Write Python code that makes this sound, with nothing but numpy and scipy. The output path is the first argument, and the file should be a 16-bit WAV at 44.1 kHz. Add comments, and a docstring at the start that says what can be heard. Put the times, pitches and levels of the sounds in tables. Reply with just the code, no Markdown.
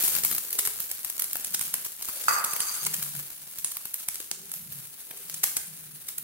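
"""Flatbread frying in oil

Oil poured on a flatbread fries in a steel pan, close below the microphone, in a hard-walled kitchen.
Random clicks, filtered and scattered by the pan, make the fine sizzle and dry ticks of tiny bubbles;
larger bubbles pop through a resonance with a spray of crackle and a short jet of steam.
A metal vessel lands, rocks and slides on the counter: decaying modes, thuds and resonant friction.
A faint low hum of wavering tones comes and goes over the soft filtered noise of burner and room."""
import sys
import numpy as np
from scipy import signal
from scipy.fft import rfft, irfft
from scipy.io import wavfile
from scipy.ndimage import uniform_filter1d

SR = 44100
rng = np.random.default_rng(int(sys.argv[2]) if len(sys.argv) > 2 else 0)


def generate_wav(sig):
    """Save sig (samples, or channels by samples) to the path in sys.argv[1] as 16-bit PCM at SR."""
    pcm = np.round(np.clip(np.atleast_2d(sig).T, -1, 1) * 32767).astype(np.int16)
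    wavfile.write(sys.argv[1], SR, pcm)


N = 274743
TIME = np.arange(N) / SR
TOP_HZ = 15750  # top of the band

# base level of the frying through time: start_s [s], level_db [dB]
SIZZLE_LEVEL = [(0.0, -28.5), (0.06, -30), (0.17, -36), (0.35, -42), (1.02, -43), (1.66, -38),
                (1.86, -44.5), (2.06, -42), (2.22, -35.5), (2.48, -39), (2.79, -36), (2.92, -35),
                (3.33, -44), (3.85, -43), (4.15, -44), (4.29, -47.5), (5.17, -43), (5.45, -42.5),
                (5.88, -46.5), (6.23, -45.5)]
# blows of the vessel on the counter: start_s [s], level_db [dB, relative]
VESSEL_BLOWS = [(2.2828, -12), (2.2915, -27), (2.3085, -21.5), (2.3315, -30), (2.3635, -23), (2.383, -31),
                (2.441, -38)]


def undb(db):
    """Decibels to gain."""
    return 10 ** (np.asarray(db) / 20)


def unit(x):
    """Scale to an rms of 1."""
    return x / np.sqrt(np.mean(np.abs(x) ** 2))


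def curve(rows, axis=1):
    """One column of a table as a line through time."""
    rows = np.array(rows)
    return np.interp(TIME, rows[:, 0], rows[:, axis])


def add(out, x, start_s):
    """Mix a stereo sound in at its start time."""
    i = max(int(start_s * SR), 0)
    out[:, i:i + x.shape[1]] += x[:, :N - i]


def pan(x, left_over_right_db):
    """Place a sound by the level of the left channel over the right."""
    return x * undb([[left_over_right_db / 2], [-left_over_right_db / 2]])


def convolve(x, response):
    """Pass a sound through a response, keeping its length."""
    full = signal.oaconvolve(np.atleast_2d(x), np.atleast_2d(response), axes=1)
    return full[:, :x.shape[-1]]


def colour(x, points, size=1024):
    """Minimum-phase filter through (Hz, dB) points that keeps the power of white noise."""
    hz, db = np.transpose(points)
    f = np.maximum(np.fft.rfftfreq(size, 1 / SR), 1)
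    gain = undb(np.interp(np.log(f), np.log(hz), db))
    # folding the cepstrum forward makes the filter causal
    cepstrum = irfft(np.log(gain))
    cepstrum[1:size // 2] *= 2
    cepstrum[size // 2 + 1:] = 0
    response = irfft(np.exp(rfft(cepstrum)))
    return convolve(x, response / np.linalg.norm(response))


def resonate(x, hz, width_hz):
    """Two-pole resonance, gain 1 at its centre."""
    b, a = signal.iirpeak(min(hz, TOP_HZ), hz / width_hz, fs=SR)
    return signal.lfilter(b, a, x)


def walk(rate_hz):
    """Smooth random wander with a spread near 1."""
    k = int(SR / rate_hz)
    steps = np.repeat(rng.standard_normal(N // k + 1), k)
    return unit(uniform_filter1d(steps, k))[:N]


def grains(count, per_s, spread_db, limit=9.1):
    """Random clicks of unit power: mostly tiny, a few large; limit caps the largest."""
    chance = rng.random(count)
    there = np.flatnonzero(chance < per_s / SR)
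    rank = chance[there] * SR / per_s + 1e-12
    size = undb(spread_db * np.minimum(-np.log(rank), limit))
    sign = 2 * rng.integers(0, 2, count, dtype=np.int8)[there] - 1
    out = np.zeros(count)
    out[there] = size * sign
    return unit(out + 1e-12)


def room(x, t60_s, wet_db, build_s=0.0021):
    """Diffuse kitchen echo: decaying noise, unrelated in the two channels, that builds up quickly."""
    t = TIME[:SR]
    envelope = undb(-60 * t / t60_s) * (1 - np.exp(-t / build_s))
    tail = rng.standard_normal((2, SR)) * envelope
    tail /= np.linalg.norm(tail, axis=1, keepdims=True)
    return x + undb(wet_db) * convolve(x, tail)


def air(air_db=-66):
    """Soft rush of the burner and the room: coloured noise, drifting a little in level."""
    # spectrum of the rush: pitch_hz [Hz], level_db [dB per Hz, relative]
    air_colour = [(25, -14), (60, -5), (150, 0.5), (400, -4), (800, -17), (2000, -10), (15000, -37)]
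    drift_db = 2.5 * walk(1.7)
    return colour(rng.standard_normal((2, N)), air_colour) * undb(air_db + drift_db)


def hum(upper_ratio=1.22, upper_waver_hz=24, upper_db=-4, steady_db=-2, side_db=-7,
        attack_s=0.066, release_s=0.06):
    """Faint low swells: each a gliding tone wavered by slow noise, with a noisier tone just above it."""
    # swells: start_s [s], length_s [s], first_hz [Hz], last_hz [Hz], level_db [dB], waver_hz [Hz]
    hum_swells = [(.1, 0.25, 182.7, 164.6, -55.5, 25), (0.489, 0.18, 380.7, 410, -55.5, 25),
                  (1.3, 0.47, 188.8, 169.4, -62, 23), (2.07, .15, 640, 520, -59, 40),
                  (2.79, 0.39, 156.4, 144, -49, 9), (3.38, 0.25, 145.8, 143.7, -64.5, 10),
                  (4.251, 0.21, 340.5, 398, -64, 16), (4.3, 0.35, 174, 163, -62, 23),
                  (4.548, 0.24, 159.6, 139.4, -52.5, 30), (5.051, 0.146, 415, 398, -61.5, 14),
                  (5.071, .07, 737, 684, -63, 63), (5.2, 0.21, 167, 151, -59, 18),
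                  (5.629, 0.34, 161.9, 150.5, -56.5, 13), (6.15, 0.17, 162, 153, -58, 14)]
    out, t = np.zeros((2, N)), TIME[:SR]
    for start_s, length_s, first_hz, last_hz, level_db, waver_hz in hum_swells:
        mid, side = rng.standard_normal((2, SR)) + 1j * rng.standard_normal((2, SR))
        noise = mid + undb(side_db) * side * np.array([[1], [-1]])

        def waver(cutoff_hz):
            return unit(signal.sosfilt(signal.butter(2, cutoff_hz, fs=SR, output="sos"), noise))

        along = np.minimum(t / length_s, 1)
        glide_hz = first_hz + (last_hz - first_hz) * along
        phase = 2j * np.pi * np.cumsum(glide_hz) / SR
        lower = (undb(steady_db) + waver(waver_hz)) * np.exp(phase)
        upper = undb(upper_db) * waver(upper_waver_hz) * np.exp(upper_ratio * phase)
        swell = np.minimum(t / attack_s, 1) * np.exp(-np.maximum(t - length_s, 0) / release_s)
        tone = unit(np.real(lower + upper) * swell)
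        add(out, tone * np.sqrt(np.mean(swell ** 2)) * undb(level_db), start_s)
    return out


def slide(judder_db=2.5, patchy_db=2.6, catches_per_s=3000, bite_db=-22, bite_s=0.0083,
          attack_s=0.014, release_s=0.03, fade_db_per_s=25):
    """Metal scrapes faintly, bites into the stone counter as it lands, then slips, waking resonances."""
    # shoves along the counter: start_s [s], length_s [s], level_db [dB, before the fade]
    shoves = [(2.09, .17, -43), (2.27, .115, -28), (2.45, .13, -35.5), (2.6, .24, -31.5)]
    # resonances that sliding excites: pitch_hz [Hz], width_hz [Hz, each of two passes], level_db [dB, relative]
    scrape_modes = [(470, 300, -11), (720, 400, -12), (1210, 260, 2.5), (1420, 300, -2), (2000, 900, -7),
                    (4680, 260, 6.5), (5150, 300, -2), (6350, 300, 6.5), (7050, 400, 1), (7600, 360, 3.5),
                    (8350, 480, 4.5), (10600, 700, 4.5), (11400, 750, 2), (12900, 1000, 1)]
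    slips = np.array([grains(N, catches_per_s, 2.1, limit=5.7) for _ in range(2)])
    slips = slips * undb(judder_db * walk(70))
    landed = TIME - VESSEL_BLOWS[0][0]
    push = undb(bite_db) * (landed > 0) * np.exp(-np.abs(landed) / bite_s)
    # each shove starts quickly, slows and stops
    for start_s, length_s, level_db in shoves:
        t = np.maximum(TIME - start_s, 0)
        rise = np.minimum(t / attack_s, 1)
        stop = np.exp(-np.maximum(t - length_s, 0) / release_s)
        push += undb(level_db - fade_db_per_s * t) * rise * stop
    scrape = np.zeros((2, N))
    for hz, width_hz, level_db in scrape_modes:
        ringing = resonate(resonate(slips, hz, width_hz), hz, width_hz)
        scrape += undb(level_db + patchy_db * walk(35)) * ringing
    return unit(scrape) * push


def crunch(crunch_db=-23, crunch_s=0.0095, grit_hz=9000, width_hz=7000, count=2000):
    """Grit crunches under the rim at the first blow: a decaying burst of clicks through a resonance."""
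    out = np.zeros((2, N))
    grit = np.array([grains(count, 8800, 1.8) for _ in range(2)]) * np.exp(-TIME[:count] / crunch_s)
    grit = resonate(grit, grit_hz, width_hz) * np.sqrt(SR / 2 / width_hz)
    add(out, grit * undb(crunch_db), VESSEL_BLOWS[0][0])
    return out


def knock(clack_db=5, thud_db=-1.5, ring_db=-17.5, thud_s=0.0017, clack_s=0.0013, clack_hz=1320,
          port_turns=0.44):
    """The vessel lands with a clack and a thud that fills the room, rings in its modes and rocks to rest."""
    # modes of the vessel: pitch_hz [Hz], level_db [dB, relative], t60_s [s]
    vessel_modes = [(716, -16, .4), (834, -11, .4), (931, -12, .35), (1060, -9, .3), (1190, 1, .55),
                    (1272, -3, .5), (1324, -3, .3), (1404, -4, .35), (1427, -5, .4), (1554, -10, .25),
                    (1933, -5, .22), (2570, -8, .12), (4660, -6, .13), (6310, -7, .13)]
    # spectrum of the thud: pitch_hz [Hz], level_db [dB per Hz, relative]
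    thud_colour = [(60, -35), (250, -28), (500, -14.5), (850, -8), (1200, 0), (1400, -5), (1650, -4.5),
                   (2000, -9.5), (2600, -13.5), (3500, -40), (15000, -42)]
    clacks, thuds, rings = np.zeros((3, 2, N))
    t = TIME[:SR]
    late = np.array([[port_turns], [0]])  # cycles; the vessel stands off to one side
    contact = t / clack_s
    clack = np.sin(2 * np.pi * (clack_hz * t - late)) * contact * np.exp(1 - contact)
    for start_s, level_db in VESSEL_BLOWS:
        ring = np.zeros((2, SR))
        for hz, mode_db, t60_s in vessel_modes:
            decay = np.exp(-np.log(1000) * t / t60_s)
            ring += undb(mode_db) * decay * np.sin(2 * np.pi * (hz * t + rng.random((2, 1))))
        thud = colour(rng.standard_normal((2, SR)) * np.exp(-t / thud_s), thud_colour)
        add(clacks, undb(level_db + clack_db) * clack, start_s)
        add(thuds, undb(level_db + thud_db) * thud, start_s)
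        add(rings, undb(level_db + ring_db) * ring, start_s)
    rings = room(rings, t60_s=0.8, wet_db=-4)
    thuds = room(thuds, t60_s=1.0, wet_db=4.0, build_s=0.0024)
    return clacks + rings + thuds


def bowl(scatter_db, ring_s, wall_s=0, count=300, lag=5, lag_spread=3):
    """Paths from a spot in the pan to two microphone ports: direct, then scattered round wall_s by steel."""
    t = np.arange(count) / SR
    paths = rng.standard_normal((2, count)) * np.exp(-np.abs(t - wall_s) / ring_s)
    paths[:, :2 * lag] = 0
    paths *= undb(scatter_db) / np.linalg.norm(paths, axis=1, keepdims=True)
    # the right port is nearer; the left hears the direct sound about lag samples later
    paths[0, rng.integers(lag - lag_spread, lag + lag_spread + 1)] += 1
    paths[1, 0] += 1
    return paths / np.sqrt(np.sum(paths ** 2) / 2)


def bubbling(per_s, spread_db, count=6, limit=7):
    """Bursting bubbles at several spots round the bread: random clicks, each spot with its own paths."""
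    out = np.zeros((2, N))
    for _ in range(count):
        paths = bowl(scatter_db=-2, ring_s=0.001)
        out += convolve(grains(N, per_s / count, spread_db, limit), paths)
    return unit(out)


def sizzle(coarse_db=-6, mist_db=-2.0, flutter_db=1.92, refining_db_per_s=0.87, mist_pan_db=2):
    """Two sizes of steam bubble flutter together; the fine mist gains as the oil spreads thin."""
    # spectra of coarse bubbles and fine mist: pitch_hz [Hz], level_db [dB per Hz, relative]
    coarse_colour = [(60, -6), (300, -8.5), (700, -7), (1500, -3), (3000, -1), (5000, -1.5), (8000, 0.5),
                     (10500, 4.5), (15500, -8)]
    mist_colour = [(60, -43), (3000, -13.5), (7000, -9), (10000, 0.5), (12500, -0.5), (15500, 0.5)]
    coarse = colour(bubbling(per_s=2400, spread_db=3.5, limit=4.3), coarse_colour) * undb(coarse_db)
    mist = colour(bubbling(per_s=5500, spread_db=1.0), mist_colour)
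    mist = pan(mist * undb(mist_db + refining_db_per_s * TIME), mist_pan_db)
    return (coarse + mist) * undb(curve(SIZZLE_LEVEL) + flutter_db * walk(61))


def ticks(tick_db=5.0, fade_db_per_s=2.0, bunching_db=3.5):
    """Droplets burst with dry ticks in little bunches, ever weaker against the sizzle as the oil ages."""
    # spectrum of the ticks: pitch_hz [Hz], level_db [dB per Hz, relative]
    droplet_colour = [(60, -12), (1500, -12), (3200, -12.5), (8000, -5), (12000, -2), (15500, 1.5)]
    droplets = bubbling(per_s=520, spread_db=4.6, limit=4.2)
    level_db = curve(SIZZLE_LEVEL) + tick_db - fade_db_per_s * TIME + bunching_db * walk(55)
    return colour(droplets * undb(level_db), droplet_colour)


def pop(start_s, strength_db, hz, width_hz, share, jet_db, body_db, pan_db, snap_db=-1.0,
        crack_db=-9, crack_hz=7000, spray_s=0.004, wall_db=-7, body_wall_db=1.5, wall_s=0.002,
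        jet_s=0.055, jet_body_db=-9, body_hz=2900, count=9000, lead=400):
    """A bubble snaps amid crackle, echoed by the pan wall; steam then jets out. Gives sound and start."""
    t = (np.arange(count) - lead) / SR
    share = np.clip(share, 0, 1)
    spray = grains(count, 3500, 3.3) * np.exp(-0.5 * (t / spray_s) ** 4)
    spray = spray / np.linalg.norm(spray) * np.sqrt(share)
    snap = (t == 0) * np.sqrt(1 - share) * undb(snap_db)
    # strength counts the burst's energy as if spread over one millisecond
    burst = (snap + spray) * undb(strength_db) * np.sqrt(SR / 1000)
    steam = np.array([grains(count, 5900, 4.8, limit=5.6) for _ in range(2)])
    steam = steam * (t > 0) * np.exp(-t / jet_s) * undb(jet_db)
    through_air = convolve(burst, bowl(wall_db, 0.001, wall_s, lag=4, lag_spread=1)) + steam
    through_pan = convolve(burst, bowl(body_wall_db, 0.0012, wall_s / 2)) + steam * undb(jet_body_db)
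    # the size of the cavity sets its pitch
    bright = resonate(through_air, hz, width_hz) * np.sqrt(SR / 2 / width_hz)
    # the tear itself cracks across the treble
    b, a = signal.butter(1, min(crack_hz, TOP_HZ), "high", fs=SR)
    bright = bright + undb(crack_db) * signal.lfilter(b, a, through_air)
    # the pan below adds a dull body
    b, a = signal.butter(2, body_hz, fs=SR)
    dull = signal.lfilter(b, a, through_pan) * np.sqrt(SR / 2 / body_hz)
    return pan(bright - dull * undb(body_db), pan_db), start_s - lead / SR


def pops(scatter_db=4, small_pop_db=7, small_jet_db=-20, small_body_db=-16, small_width_hz=5500,
         low_hz=9500, high_hz=13500, fresh_per_s=30, settled_per_s=5, settle_s=2.2,
         pour_pan_db=8, settled_pan_db=4, spread_s=2, count=130):
    """Loud pops at set times, and small ones by chance that thin out as the oil settles."""
    # loudest pops: start_s [s], strength_db [dB], pitch_hz [Hz], width_hz [Hz], spray_share [0-1 of power],
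    # jet_db [dB], body_db [dB, relative to strength], left_over_right_db [dB]
    loud_pops = [(0.0414, -17.5, 12700, 3980, 0.6, -24.5, -12.5, 2.5),
                 (0.0805, -12.5, 13600, 4000, 0.8, -45, -11.5, 1.5),
                 (0.1444, -22, 13500, 5500, 0, -48, -16, 3),
                 (0.1523, -15.5, 14000, 5500, 0.26, -42, -15, 11.5),
                 (0.1651, -17, 14000, 4000, 0.2, -40, -10, 6),
                 (0.2367, -16.5, 9300, 4000, 0.2, -33, -16.5, -1),
                 (0.249, -8, 13500, 4000, 0.12, -28, -13.5, 3),
                 (0.3142, -17.5, 13000, 4000, 0.24, -38, -9, 3.5),
                 (0.3278, -20.5, 12000, 2980, 0.5, -45, -12, 10),
                 (0.3498, -17.5, 13750, 4000, 0, -50, -19, 2),
                 (0.3818, -19, 12900, 7000, 0, -58, -14.5, -3),
                 (0.384, -19, 13100, 4030, 0.25, -63, -28, 6),
                 (0.5065, -22.5, 13400, 4000, 0.5, -55, -16.5, 1),
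                 (0.529, -19.5, 12400, 3000, 0, -38, -28, 1), (0.5313, -23, 13900, 4000, 0.3, -39, -15, -1),
                 (0.5908, -10.5, 12500, 6900, 0.89, -28.5, -12.5, 2.5),
                 (0.6528, -17.5, 10250, 4000, 0.1, -47, -13, -1),
                 (0.6614, -17, 13800, 5500, 0.5, -45, -15, 4),
                 (0.674, -15.5, 11800, 3000, 0.2, -39, -9.5, 0.5),
                 (0.8035, -18.0, 13900, 4000, 0.14, -33.5, -15, -0.5),
                 (0.9146, -18.5, 12400, 5500, 0.2, -46, -17.5, 0),
                 (1.0476, -19, 13500, 5500, 0.05, -39, -14, 6),
                 (1.1007, -19, 14000, 5500, 0.3, -48, -19.5, 0),
                 (1.198, -15.5, 12750, 5500, 0.05, -45, -18.5, 2),
                 (1.2215, -15.5, 10800, 3000, 0.13, -48, -16, 1),
                 (1.243, -20, 11250, 3000, 0.3, -54, -17.5, -2),
                 (1.3087, -38, 7250, 2000, 0.1, -58, -21, -1),
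                 (1.3321, -17, 13500, 4000, 0.03, -55, -23, -1),
                 (1.356, -21, 14000, 5500, 0.05, -58, -4.5, 3),
                 (1.3691, -23, 12750, 3000, 0.2, -62, -21, 5),
                 (1.4469, -19.5, 9800, 4000, 0.14, -48, -19.5, -2),
                 (1.5068, -31, 13250, 5550, 0, -60, -23, 7), (1.5393, -26, 13500, 2000, 0.02, -50, -22, 9),
                 (1.5466, -11, 8750, 7000, 0.27, -51, -16.5, 0),
                 (1.5943, -22.5, 10600, 2000, 0, -52, -16, -9),
                 (1.6128, -16.5, 13100, 7000, 0.3, -32.5, -11.5, 1),
                 (1.7408, -12, 11600, 4000, 0.07, -58, -11, 0),
                 (1.8505, -22, 13500, 6940, 0.9, -39.5, -18.5, 3),
                 (2.0115, -34, 13100, 4000, 0.1, -58, -3.5, 7),
                 (2.0249, -22.5, 11750, 7000, 0.8, -39.5, -12.5, 1.5),
                 (2.089, -22.5, 12100, 4000, 0.8, -42, -9.5, 4),
                 (2.444, -13.5, 10100, 4000, 0.95, -51, -18.5, -1),
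                 (2.5352, -20, 13000, 5500, 0.4, -49, -9, -2),
                 (2.5638, -21, 14000, 3000, 0.4, -48, -8.5, 5),
                 (2.6047, -15.5, 9900, 3000, 0.4, -39, -9.5, -2), (2.851, -24, 7500, 3000, 0, -57, -23, -9),
                 (2.867, -13.5, 14000, 9000, 0.8, -54, -12.5, 1.5),
                 (2.9419, -15, 14000, 7000, 0.6, -43, -14.5, 2),
                 (3.0273, -19, 12300, 7000, 0.5, -38, -15.5, 2),
                 (3.1519, -27, 12600, 4000, 0.03, -41.5, -11, 5.5),
                 (3.5866, -23.5, 13750, 7000, 0.1, -41.5, -19.5, -1),
                 (3.646, -15, 9200, 2000, 0.02, -38, -16.5, -2),
                 (3.7184, -24, 12800, 7000, 0.7, -52, -16, -2),
                 (3.7698, -21.5, 13000, 3000, 0.02, -52, -11, -0.5),
                 (3.8548, -24, 12000, 3000, 0.4, -60, -9, 2),
                 (3.9423, -17.0, 12900, 4000, 0.1, -55, -22, -2),
                 (4.0865, -15, 10900, 4000, 0.08, -44, -12, -2),
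                 (4.1447, -26, 11750, 4000, 0, -56, -21, -2), (4.1568, -26, 8500, 9000, 0, -57, -19, 2),
                 (4.203, -25, 11900, 9000, 0.36, -42.5, -10.5, 1),
                 (4.3141, -17.5, 7500, 4000, 0, -62, -12.5, -1.5),
                 (4.5169, -24.5, 12400, 2000, 0.1, -44, -15.5, -3),
                 (4.5389, -24.5, 12900, 3000, 0.2, -39.5, -15, -1.5),
                 (4.7223, -31, 13000, 3000, 0.2, -41.5, -14, 0),
                 (5.1103, -30, 14000, 5500, 0.8, -55, -3, 2),
                 (5.2983, -25.5, 9800, 7000, 0, -41.5, -12.5, 0),
                 (5.3436, -23, 10750, 9000, 0.5, -46, -23, 2),
                 (5.4375, -10, 14000, 9000, 0.83, -47, -17, 2),
                 (5.4404, -9, 11300, 5500, 0.05, -33, -9.5, 1),
                 (5.5686, -13.5, 9400, 4000, 0.24, -53, -13, -0.5),
                 (5.5744, -22, 9750, 5500, 0.45, -50, -14.5, -2),
                 (6.0873, -23, 11750, 6960, 0.63, -47, -14, -1.5),
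                 (6.183, -20.0, 13750, 3000, 0.85, -53, -17.5, -1.5)]
    # colour the pan gives the pops: pitch_hz [Hz], level_db [dB, relative]
    pan_colour = [(30, -5.5), (100, -1), (300, -2.5), (700, -2), (1600, 0), (3200, 0), (6000, 0),
                  (10000, 1), (15500, -1)]
    out = np.zeros((2, N))
    for row in loud_pops:
        add(out, *pop(*row))
    # running count of the small pops due by each moment
    rate_per_s = settled_per_s + (fresh_per_s - settled_per_s) * np.exp(-TIME / settle_s)
    due = np.cumsum(rate_per_s) / SR
    level_db = curve(SIZZLE_LEVEL) + small_pop_db
    for k, (when, size, share, pitch) in enumerate(rng.random((count, 4))):
        i = np.searchsorted(due, k + when)
        if i < N:
            db = level_db[i] + scatter_db * (2 * size - 1)
            hz = low_hz + pitch * (high_hz - low_hz)
            # they start left of centre and move nearer to it as the oil spreads
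            pan_db = settled_pan_db + (pour_pan_db - settled_pan_db) * np.exp(-TIME[i] / spread_s)
            add(out, *pop(TIME[i], db, hz, small_width_hz, share ** 2, db + small_jet_db,
                          small_body_db, pan_db))
    return colour(out, pan_colour)


def scene():
    """Pops, ticks and grit echo in the kitchen over the sizzle, the vessel, the hum and the burner."""
    crackle = room(pops() + ticks() + crunch(), t60_s=0.55, wet_db=-6.5)
    return air() + hum() + slide() + knock() + sizzle() + crackle


def record(dry):
    """Soft saturation rounds the highest peaks; a steep low-pass cuts the top of the band."""
    low_pass = signal.ellip(10, 0.2, 70, TOP_HZ, fs=SR, output="sos")
    return signal.sosfilt(low_pass, np.tanh(dry))


dry = scene()
out = record(dry)
generate_wav(out)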